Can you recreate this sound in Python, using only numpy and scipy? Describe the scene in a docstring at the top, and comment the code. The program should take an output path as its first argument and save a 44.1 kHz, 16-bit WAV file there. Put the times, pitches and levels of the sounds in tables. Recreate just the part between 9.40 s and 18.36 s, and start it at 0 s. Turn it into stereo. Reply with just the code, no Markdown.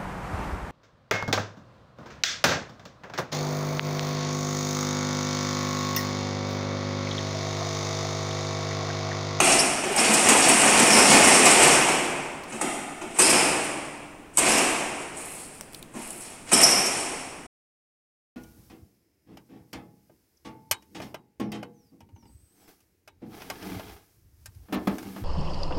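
"""In a brick doorway on a quiet yard, a steel roller shutter is hauled down, bangs three more times and rings out.
Slats knock and shake the whole curtain, made by sending random taps and blows through a long noisy steel ring.
Their ends clash, scrape and squeal in the side guides; the coil rumbles and its bearing groans.
Grit clicks and soles scuff, made from filtered noise and grains. The sound stops dead at the end."""
import sys
import numpy as np
from scipy import signal
from scipy.fft import rfft, irfft, next_fast_len
from scipy.io import wavfile

SR = 44100
rng = np.random.default_rng(int(sys.argv[2]) if len(sys.argv) > 2 else 0)


def persist_wave(psi):
    """Save psi, clipped to +-1, as 16-bit WAV."""
    counts = np.round(np.clip(psi, -1, 1) * 32767).astype(np.int16)
    wavfile.write(sys.argv[1], SR, np.atleast_2d(counts).T)


N = 395131
T = np.arange(N) / SR  # time in seconds
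RING_SIZE = 2 * SR  # the steel responses last two seconds

# All levels are gains that set the balance inside a layer; they are not final loudness.
# Blows to the curtain. Each row: start in seconds, level in dB, low thud in dB, boom of the coil in dB,
# chatter that follows in dB, time to swing back in seconds, length of the contact in seconds.
BLOWS = [(.001, -14.5, -30, -33, -20, 0.066, 0.0042), (.105, -29, -29, -38, -30.5, .03, .015),
         (.436, -28, -40, -50.5, -25.5, 0.075, 0.012), (.572, -27.5, -47.5, -48.5, -25, .07, 0.013),
         (.679, -27, -36.5, -39.5, -31, .06, 0.0094), (.893, -19.5, -35.5, -31, -36.5, .034, 0.017),
         (1.075, -27.5, -38.5, -34.5, -35, .03, 0.023), (1.389, -25, -27, -33.5, -34, .03, 0.019),
         (1.499, -21.5, -33.5, -26.5, -31, .06, 0.019), (1.716, -14.5, -22.5, -26.5, -35.5, .025, 0.023),
         (2.06, -20, -32, -37, -37, .03, 0.016), (2.484, -24, -33.5, -38.5, -28.5, 0.028, 0.017),
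         (3.12, -36.5, -36.5, -45.5, -52.5, 0.033, 0.017), (3.211, -26, -31, -42, -44, .048, 0.008),
         (3.61, -37.5, -37, -57, -42, 0.09, 0.017), (3.785, -17.5, -28.5, -42, -16.5, 0.11, 0.03),
         (4.971, -22.5, -28.5, -45, -15.5, 0.11, 0.033), (6.535, -43.5, -37.5, -45.5, -54, 0.043, 0.05),
         (7.114, -20.5, -29, -32, -18, 0.09, 0.023)]
# The loudest clashes of slat ends on the guides. Each row: start in seconds, level in dB,
# length of the contact in seconds, dry click in dB, pitch of the slat end in Hz.
CLASHES = [(.192, -29, .014, -36, 8350), (0.56, -26, 0.0094, -24, 8900), (0.735, -15, 0.011, -18, 5850),
           (.884, -10.5, 0.011, -21, 6700), (1.083, -13.5, 0.013, -21.5, 9000),
           (1.211, -22, 0.012, -32, 8550), (1.39, -16, 0.013, -24, 7600), (1.701, -21.5, 0.0072, -25, 9200),
           (2.054, -14.5, 0.0056, -20, 7650), (2.107, -18, 0.017, -29, 8550),
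           (2.222, -15, 0.019, -30, 8400), (3.21, -26, 0.0086, -40, 9250), (3.785, -12, 0.021, -24.5, 8400),
           (3.811, -13.5, 0.014, -25, 8900), (3.893, -21, 0.019, -16.5, 5200),
           (4.236, -32, 0.02, -34, 9150), (4.971, -18, 0.0028, -20, 8400), (4.98, -16.5, 0.016, -15, 8600),
           (5.11, -23, .02, -31, 5600), (5.175, -18.5, 0.014, -27, 5800), (6.704, -38.5, .0025, -36, 9800),
           (7.114, -18.5, 0.016, -35, 8700), (7.129, -12.5, 0.012, -18.5, 8600),
           (7.213, -21.5, 0.006, -18.5, 8950), (7.23, -25, 0.011, -20.5, 8000),
           (7.306, -25, 0.011, -27, 8800), (7.458, -22, 0.011, -30, 6600)]
# Steel sticking and slipping in the guides. Each row: start in seconds, length in seconds, pitch in Hz,
# level in dB, share of the length spent swelling, pitch unsteadiness as a share.
SQUEALS = [(0.188, 0.023, 5160, -25, 0.25, 0.085), (0.57, 0.04, 5370, -30.5, .4, 0.11),
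           (1.459, 0.29, 5310, -20, 0.32, 0.12), (3.801, 0.37, 5000, -21.5, 0.074, 0.094),
           (5.074, 0.2, 5270, -31, 0.18, 0.16), (7.125, .12, 5430, -23, .1, 0.076),
           (7.221, 0.033, 5595, -18.5, 0.32, 0.073), (7.235, 0.31, 5580, -20, 0.064, .08)]
# Short slides of the curtain in its guides. Each row: start in seconds, length in seconds,
# slat rattle in dB, scrape in dB.
SLIDES = [(0, 0.12, -20, -18.5), (3.055, 0.28, -38.5, -38), (3.721, 0.053, -32, -31.5),
          (4.927, 0.039, -35.5, -31), (5.52, 0.11, -54, -39.5), (5.726, 0.033, -34.5, -33.5),
          (5.92, 0.06, -58.5, -37), (6.516, 0.11, -41.5, -38), (6.76, 0.14, -44.5, -39.5),
          (7.052, 0.55, -32.5, -35), (7.438, 0.17, -71, -33)]
# Places where slat ends rub in the guides. Each row: pitch in Hz, level in dB,
# extra power of the scrape (no unit): the higher, the harder the rub it needs.
RUBS = [(4740, 5, 0.3), (5560, 0.5, 0.82), (7260, -6.5, 0.31), (8330, -5, 0.0058), (9100, -3.5, 0),
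        (10200, -6, 0.017)]
# Groans of the drum's bearing. Each row: start in seconds, length in seconds, pitch in Hz, level in dB.
CREAKS = [(.455, .035, 373, -27.5), (0.497, .04, 407, -24), (0.551, .045, 808, -23)]
# Grit under a shoe. Each row: start in seconds, level in dB, pitch in Hz, sharpness Q (no unit),
# length in seconds.
GRIT = [(3.036, -37, 4970, 1.7, 0.009), (6.2102, -16.5, 5600, 4.5, 0.00099), (6.325, -38, 9200, 1.5, .001),
        (6.333, -29, 4200, 1.3, 0.0016), (6.346, -25, 3800, 1.2, 0.0036), (6.427, -27, 3370, 1.4, 0.0027)]
# Soles dragging on the floor. Each row: start in seconds, length in seconds, level in dB.
SCUFFS = [(5.734, 0.38, -39), (6.11, 0.099, -51), (6.32, .09, -46.5), (6.517, 0.45, -40.5)]
# The curtain's strongest modes. Each row: pitch in Hz, level in dB, time to fall 60 dB in seconds.
MODES = [(144.5, -8, 3.2), (259.5, -1, 2.0), (292, -2, 2.9), (367, -4, 2.2), (438, -4, 1.9), (576, -5, 1.7),
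         (686, 0, 1.7), (797, 0, 2.0), (2350, -6, 0.89)]
# Ring time of the steel. Each row: frequency in Hz, time to fall 60 dB in seconds.
RING_TIMES = [(60, 2.9), (250, 1.86), (800, 1.83), (2300, 1.56), (5000, 1.25), (12000, 1.13)]
# Colour of the knocking slats. Each row: frequency in Hz, level in dB.
SLAT_COLOUR = [(25, -25), (115, -18), (155, -10), (250, -3), (360, 0.5), (510, -1.5), (740, 2.5),
               (1150, -1), (1650, -2.5), (2500, 1), (2900, -1.5), (3300, -8), (4200, -14.5), (8500, -6.5),
               (12000, -24), (15000, -50)]
# Colour of the side guides. Each row: frequency in Hz, level in dB.
GUIDE_COLOUR = [(50, -14.5), (200, -17.5), (2500, -9), (4100, -8), (4650, -11), (5350, -5), (6300, -7),
                (7700, -1), (9200, 2), (10100, -4), (11000, -11), (12400, -21.5), (13700, -23),
                (15500, -51)]
# Colour of the curtain's low thud. Each row: frequency in Hz, level in dB.
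THUD_COLOUR = [(25, -11.5), (115, -11.5), (150, -6), (250, 1.5), (350, 5), (470, -6), (750, -0.5),
               (2000, -21), (6000, -70.5)]
# Colour of the hollow coil. Each row: frequency in Hz, level in dB.
DRUM_COLOUR = [(25, -46), (122, -37.5), (152, -5), (180, 2), (220, 6), (290, -2.5), (500, -23.5),
               (2000, -48.5)]
# Colour of a bare steel contact. Each row: frequency in Hz, level in dB.
CONTACT_COLOUR = [(500, -13.5), (3000, -10.5), (5500, -3.5), (7200, 4), (9000, 10.5), (11000, 1),
                  (13500, -9), (16000, -36)]
# Colour of sand under a sole. Each row: frequency in Hz, level in dB.
SAND_COLOUR = [(500, -24), (4000, -14), (6300, -12), (7800, -3), (9200, 0), (10700, -3), (12300, -14),
               (14000, -18), (15500, -32)]
# Colour of the yard. Each row: frequency in Hz, level in dB.
YARD_COLOUR = [(25, -3), (60, -8), (120, -5), (190, -2), (400, -6.5), (1000, -12.5), (2400, -16),
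               (4200, -28.5), (9000, -25), (13000, -36.5)]
# Stereo balance. Each row: frequency in Hz, left minus right in dB.
BALANCE = [(700, 0), (1300, 0), (2400, 7), (3300, 4), (4400, 0), (8200, -4), (10500, 7), (13000, 9.5)]

PORT_LAG_S = .00015  # the right port hears a little later
SIDES = np.array([[1], [-1]])  # left, right

# The long haul down: the curtain gathers speed, then eases off until it lands.
HAUL_START_S, HAUL_FASTEST_S, HAUL_END_S = 0.54, 1.76, 2.306
GATHER_DB_PER_S, EASE_DB_PER_S = 3.5, 1.5
RATTLE_DB, SCRAPE_DB, RUMBLE_DB = -15, -17, -30  # at full speed, before the lurches
# Slat after slat tips off the drum, and the curtain lurches each time.
SLAT_PERIOD_S, LURCH_AT_S = 0.1649, 1.55
LURCH_RATTLE_DB, LURCH_SCRAPE_DB, LURCH_RUMBLE_DB = 2.5, 0, 4
RUMBLE_POWER = 1.6  # the drum's rumble grows as this power of the speed
UNWOUND_DB_PER_S = 19  # and dies as the coil runs out
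START_S, STOP_T60_S = 0.04, 0.62  # every movement starts and stops alike
SURGE_DB = 1.4  # slats bind and come free, so the rattle swells unevenly

# Swinging back, the slat ends hit the guides again; _DB values here are relative to the chatter.
REBOUND_DB, REBOUND_CONTACT_S = -6.5, 0.021
SWAY_SCRAPE_DB, SWAY_BOOM_DB, SWAY_THUD_DB = -6.5, -21.5, -15.5
CRACK_DB = -9  # the dry crack of a blow, relative to the ring that follows
SLAT_END_Q, SLAT_END_DB = 6.5, 5  # each slat end rings broadly around its own pitch
SQUEAL_CATCH_DB = 3.5  # the grip catches and slips many times within a squeal
# Pitch wobble as a share; overtone in dB; ring left in the curtain in dB.
CREAK_UNSTEADY, CREAK_OCTAVE_DB, CREAK_RING_DB = 0.061, -15.5, -17
GRIT_SNAP_DB, GRIT_ECHO_DB = -9.5, -24  # broad snap of each stone; its echo in the doorway
GRIT_SPLINTER_HZ, GRIT_SPLINTER_DB = 8400, -7  # the bright edge of each crack
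END_S, TOP_HZ = 8.062, 15700  # when the sound stops; top of the treble


def amp(db):
    """Turn decibels into gain."""
    return 10 ** (np.asarray(db) / 20)


def unit(x):
    """Scale to an rms of 1."""
    return x / np.sqrt(np.mean(x ** 2))


def along(points, f):
    """Read (Hz, value) points on a log-frequency axis."""
    hz, value = np.transpose(points)
    return np.interp(np.log(f + 1), np.log(hz), value)


def fade(t, t60):
    """Free decay that falls 60 dB in t60 seconds."""
    return np.exp(-np.log(1000) * t / t60)


def wander(size, step):
    """Smooth chance: a new random value every step samples, with straight lines between."""
    return np.interp(np.arange(size) / step, np.arange(size), rng.standard_normal(size))


def resonate(x, hz, sharpness):
    """One broad resonance with gain 1 at its centre."""
    b, a = signal.iirpeak(hz, sharpness, fs=SR)
    return signal.lfilter(b, a, x + 1e-18)  # the tiny offset avoids slow near-zero numbers


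def diffuse(colour, size):
    """Spectrum of sound from all around at two close ports: alike in the bass, unrelated in the treble."""
    f = np.fft.rfftfreq(size, 1 / SR)
    mid, side = rfft(rng.standard_normal((2, size)))
    alike = 1.026 / (1 + (f / 760) ** 3)
    shared = mid * np.sqrt(1 + alike)
    different = side * np.sqrt(np.clip(1 - alike, 0, 1))
    pair = shared + SIDES * different
    pair[1] *= np.exp(-2j * np.pi * f * PORT_LAG_S)
    return f, pair * amp(along(colour, f) + SIDES * along(BALANCE, f) / 2)


def steel(colour, early_db, early_t60, patchy_db):
    """Ring from one place: countless uneven modes, loud near the contact, then spreading and ringing on."""
    f, field = diffuse(colour, RING_SIZE)
    field = field * amp(patchy_db * wander(len(f), 128))
    t = T[:RING_SIZE]
    hz, t60 = np.transpose(RING_TIMES)
    tail = 0
    for band, life in zip(np.eye(len(hz)), t60):
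        weight = along(np.c_[hz, band], f)  # overlapping bands, each with its own decay
        tail = tail + irfft(field * weight) * fade(t, life)
    early = 1 + amp(early_db) * fade(t, early_t60)
    return unit(tail * early) / np.sqrt(RING_SIZE)


def click(colour, size=512):
    """The short crack that comes straight from a contact, before the steel rings; the left port leads."""
    f = np.fft.rfftfreq(size, 1 / SR)
    delay = np.array([[0], [PORT_LAG_S]]) + .001
    gain = amp(along(colour, f) + SIDES * along(BALANCE, f) / 2)
    return unit(irfft(gain * np.exp(-2j * np.pi * f * delay))) / np.sqrt(size)


def excite(force, response):
    """Sound of a force acting on a response: every bit of force sets off a copy of the ring."""
    return signal.fftconvolve(force[None], response, axes=1)[:, :N]


def contacts(rate, spread_db):
    """Random taps of uneven size, about rate per second, scaled to rms 1."""
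    taps = (rng.random(N) < rate / SR) * rng.choice([-1, 1], N)
    return unit(taps * amp(spread_db * rng.standard_normal(N)))


def knock(start, db, length):
    """One blow: a noisy flurry that builds and fades, as strong as 0.1 s of rattle at that level."""
    size = SR // 5
    age = T[:size] / length
    flurry = rng.standard_normal(size) * (1 - np.exp(-age / 0.16)) * np.exp(-age ** 2)
    force = np.zeros(N + size)
    first = int(start * SR)
    force[first:first + size] = amp(db) * unit(flurry) / np.sqrt(2)
    return force[:N]


def moving(start, end):
    """One movement of the curtain: it gets going, runs, and comes to rest."""
    return np.clip((T - start) / START_S, 0, 1) * fade(np.maximum(T - end, 0), STOP_T60_S)


def haul():
    """Speed of the curtain on its way down, 1 at its fastest."""
    early = np.maximum(HAUL_FASTEST_S - T, 0)
    late = np.maximum(T - HAUL_FASTEST_S, 0)
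    return moving(HAUL_START_S, HAUL_END_S) * amp(-GATHER_DB_PER_S * early - EASE_DB_PER_S * late)


def lurch(depth_db):
    """A surge for each slat that leaves the drum."""
    return amp(depth_db * np.cos(2 * np.pi * (T - LURCH_AT_S) / SLAT_PERIOD_S))


def sway():
    """Strength of the chatter after the blows: it peaks as the curtain swings back."""
    power = 0
    for start, *_, chatter_db, swing_s, _ in BLOWS:
        age = np.maximum(T - start, 0) / swing_s
        swing = age ** 2 * np.exp(2 * (1 - age))  # 1 when age is 1
        power = power + (amp(chatter_db) * swing) ** 2
    return np.sqrt(power)


def motion():
    """Strength of slat rattle and of guide scrape, from the haul, the short slides and the swaying."""
    speed, chatter = haul(), sway()
    surge = unit(amp(SURGE_DB * wander(N, SR / 36)))
    rattle = amp(RATTLE_DB) * speed * surge * lurch(LURCH_RATTLE_DB)
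    scrape = amp(SCRAPE_DB) * speed * lurch(LURCH_SCRAPE_DB)
    for start, length, rattle_db, scrape_db in SLIDES:
        slide = moving(start, start + length)
        rattle = rattle + amp(rattle_db) * slide
        scrape = scrape + amp(scrape_db) * slide
    return np.hypot(rattle, chatter), np.hypot(scrape, amp(SWAY_SCRAPE_DB) * chatter)


def yard():
    """Low, gently swelling outdoor background made of coloured noise."""
    _, field = diffuse(YARD_COLOUR, next_fast_len(N) * 2)
    noise = unit(irfft(field)[:, :N])
    return amp(-48.5) * noise * amp(1.2 * wander(N, SR / 5))


def modes():
    """The few modes that stand out of the curtain's ring, as fading sine tones."""
    t = T[:RING_SIZE]
    tones = 0
    for hz, db, t60 in MODES:
        tones = tones + amp(db) * np.sin(2 * np.pi * (hz * t + rng.random())) * fade(t, t60)
    return unit(tones) / np.sqrt(RING_SIZE)


def curtain(rattle, count=3):
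    """Slats knock in their hinges at several places; each blow cracks, strikes and heaves the whole curtain."""
    struck = sum(knock(start, db, length) for start, db, *_, length in BLOWS)
    heave = sum(knock(start, thud_db, 0.019) for start, _, thud_db, *_ in BLOWS)
    heave = heave + amp(SWAY_THUD_DB) * sway() * contacts(rate=170, spread_db=-2.5)
    forces = [struck]
    for _ in range(count):
        forces.append(rattle / np.sqrt(count) * contacts(rate=85, spread_db=3.5))
    sheet = 0
    for force in forces:
        place = steel(SLAT_COLOUR, early_db=-0.5, early_t60=0.039, patchy_db=-0.5)
        sheet = sheet + excite(force, place)
    hum = amp(-19) * excite(sum(forces), modes()[None])
    crack = amp(CRACK_DB) * excite(struck, click(SLAT_COLOUR))
    thud = excite(heave, steel(THUD_COLOUR, early_db=1.5, early_t60=0.25, patchy_db=0.5))
    return sheet + hum + crack + thud


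def drum():
    """The hollow coil above rumbles as it unwinds, and booms when a blow or the swaying curtain jolts it."""
    coil = amp(-UNWOUND_DB_PER_S * np.maximum(T - HAUL_FASTEST_S, 0))
    rolling = amp(RUMBLE_DB) * coil * haul() ** RUMBLE_POWER * lurch(LURCH_RUMBLE_DB)
    shaking = (rolling + amp(SWAY_BOOM_DB) * sway()) * contacts(rate=130, spread_db=-2.5)
    jolts = sum(knock(start, boom_db, 0.044) for start, _, _, boom_db, *_ in BLOWS)
    return excite(shaking + jolts, steel(DRUM_COLOUR, early_db=17.0, early_t60=.12, patchy_db=-4.5))


def scraping(scrape):
    """Slat ends rub in the guides; each place catches and lets go on its own, so the colour keeps shifting."""
    out = 0
    for hz, db, power in RUBS:
        grip = unit(amp(4.5 * wander(N, SR / 35)))
        pressure = (scrape / amp(SCRAPE_DB)) ** power
        taps = contacts(rate=110, spread_db=3.5)
        force = resonate(scrape * pressure * grip * taps, hz, sharpness=3.7)
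        guide = steel(GUIDE_COLOUR, early_db=6.5, early_t60=0.077, patchy_db=4.0)
        out = out + amp(db) * excite(force, guide)
    return out


def slat_end(force, hz):
    """A contact coloured by the slat end that makes it."""
    ringing = force + amp(SLAT_END_DB) * resonate(force, hz, SLAT_END_Q)
    return ringing / (1 + amp(SLAT_END_DB) / 2)


def clashes():
    """Slat ends strike the steel channels, and again as the curtain swings back: bright and quick to fade."""
    rebounds = 0
    for start, *_, chatter_db, swing_s, _ in BLOWS:
        rebounds = rebounds + knock(start + swing_s, chatter_db + REBOUND_DB, REBOUND_CONTACT_S)
    struck = sum(slat_end(knock(start, db, length), hz) for start, db, length, _, hz in CLASHES)
    dry = sum(slat_end(knock(start, dry_db, length), hz) for start, _, length, dry_db, hz in CLASHES)
    guide = steel(GUIDE_COLOUR, early_db=10.5, early_t60=0.048, patchy_db=0.0)
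    ring = excite(amp(-5.0) * (rebounds + struck), guide)
    return ring + amp(-7.0) * excite(dry, click(CONTACT_COLOUR))


def squeals():
    """Short, rough stick-slip shrieks of very unsteady pitch, with their octave, ringing in the guides."""
    force = np.zeros(N)
    unsteady = wander(N, 28)
    catching = unit(amp(SQUEAL_CATCH_DB * wander(N, SR / 300)))
    for start, length, hz, db, swell, spread in SQUEALS:
        on = (T >= start) & (T < start + length)
        phase = 2 * np.pi * np.cumsum(hz * (1 + spread * unsteady[on])) / SR
        grip = np.interp((T[on] - start) / length, [0, swell, 1], [0, 1, 0])
        tone = np.sin(phase) + amp(-5.5) * np.sin(2 * phase)
        force[on] += amp(db) * np.sqrt(0.51 / length) * grip * tone  # shorter squeals are stronger
    return excite(force * catching, steel(GUIDE_COLOUR, early_db=18.5, early_t60=0.059, patchy_db=1.5))


def creaks():
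    """The drum's bearing takes the load and gives a few short, rough groans."""
    force = np.zeros(N)
    unsteady = wander(N, SR / 400)
    for start, length, hz, db in CREAKS:
        on = (T >= start) & (T < start + length)
        phase = 2 * np.pi * np.cumsum(hz * (1 + CREAK_UNSTEADY * unsteady[on])) / SR
        swell = np.sin(np.pi * (T[on] - start) / length)
        tone = np.sin(phase) + amp(CREAK_OCTAVE_DB) * np.sin(2 * phase)
        force[on] += amp(db) * swell * tone
    ring = excite(force, steel(SLAT_COLOUR, early_db=2, early_t60=.04, patchy_db=0.5))
    return force + amp(CREAK_RING_DB) * ring


def grit():
    """Stones snap under a shoe close by: a thin broad crack, the note of the stone and a bright splinter."""
    out = np.zeros((2, N))
    for start, db, hz, sharpness, length in GRIT:
        age = np.maximum(T - start, 0)
        shape = np.exp(-(age / length) ** 2) + amp(GRIT_ECHO_DB) * fade(age, 0.19)
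        crack = rng.standard_normal((2, N)) * (T > start) * shape
        stone = resonate(resonate(crack, hz, sharpness), hz, sharpness)
        splinter = amp(GRIT_SPLINTER_DB) * resonate(crack, GRIT_SPLINTER_HZ, sharpness=4.7)
        out += amp(db) * (stone + splinter + amp(GRIT_SNAP_DB) * crack)
    return out


def scuffs():
    """Soles drag over the sandy concrete: a dry, bright spray of grains with a faint ring from the doorway."""
    weight = 0
    for start, length, db in SCUFFS:
        weight = weight + amp(db) * np.sin(np.pi * np.clip((T - start) / length, 0, 1))
    grains = weight * contacts(rate=1400, spread_db=5.5)
    return excite(grains, steel(SAND_COLOUR, early_db=24, early_t60=.02, patchy_db=0))


def scene():
    """Add up the yard, curtain, drum, guides and shoes."""
    rattle, scrape = motion()
    shutter = curtain(rattle) + drum() + scraping(scrape) + clashes() + squeals() + creaks()
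    return yard() + shutter + grit() + scuffs()


def record(dry):
    """The loudest peaks clip, the sound stops dead and the top is cut."""
    running = np.clip((END_S - T) / .006 + 1, 0, 1)  # gone within 6 ms
    clipped = np.clip(dry, -.92, .92) * running
    low_pass = signal.ellip(8, .2, 70, TOP_HZ, fs=SR, output="sos")
    return signal.sosfilt(low_pass, clipped)


dry = scene()
out = record(dry)
persist_wave(out)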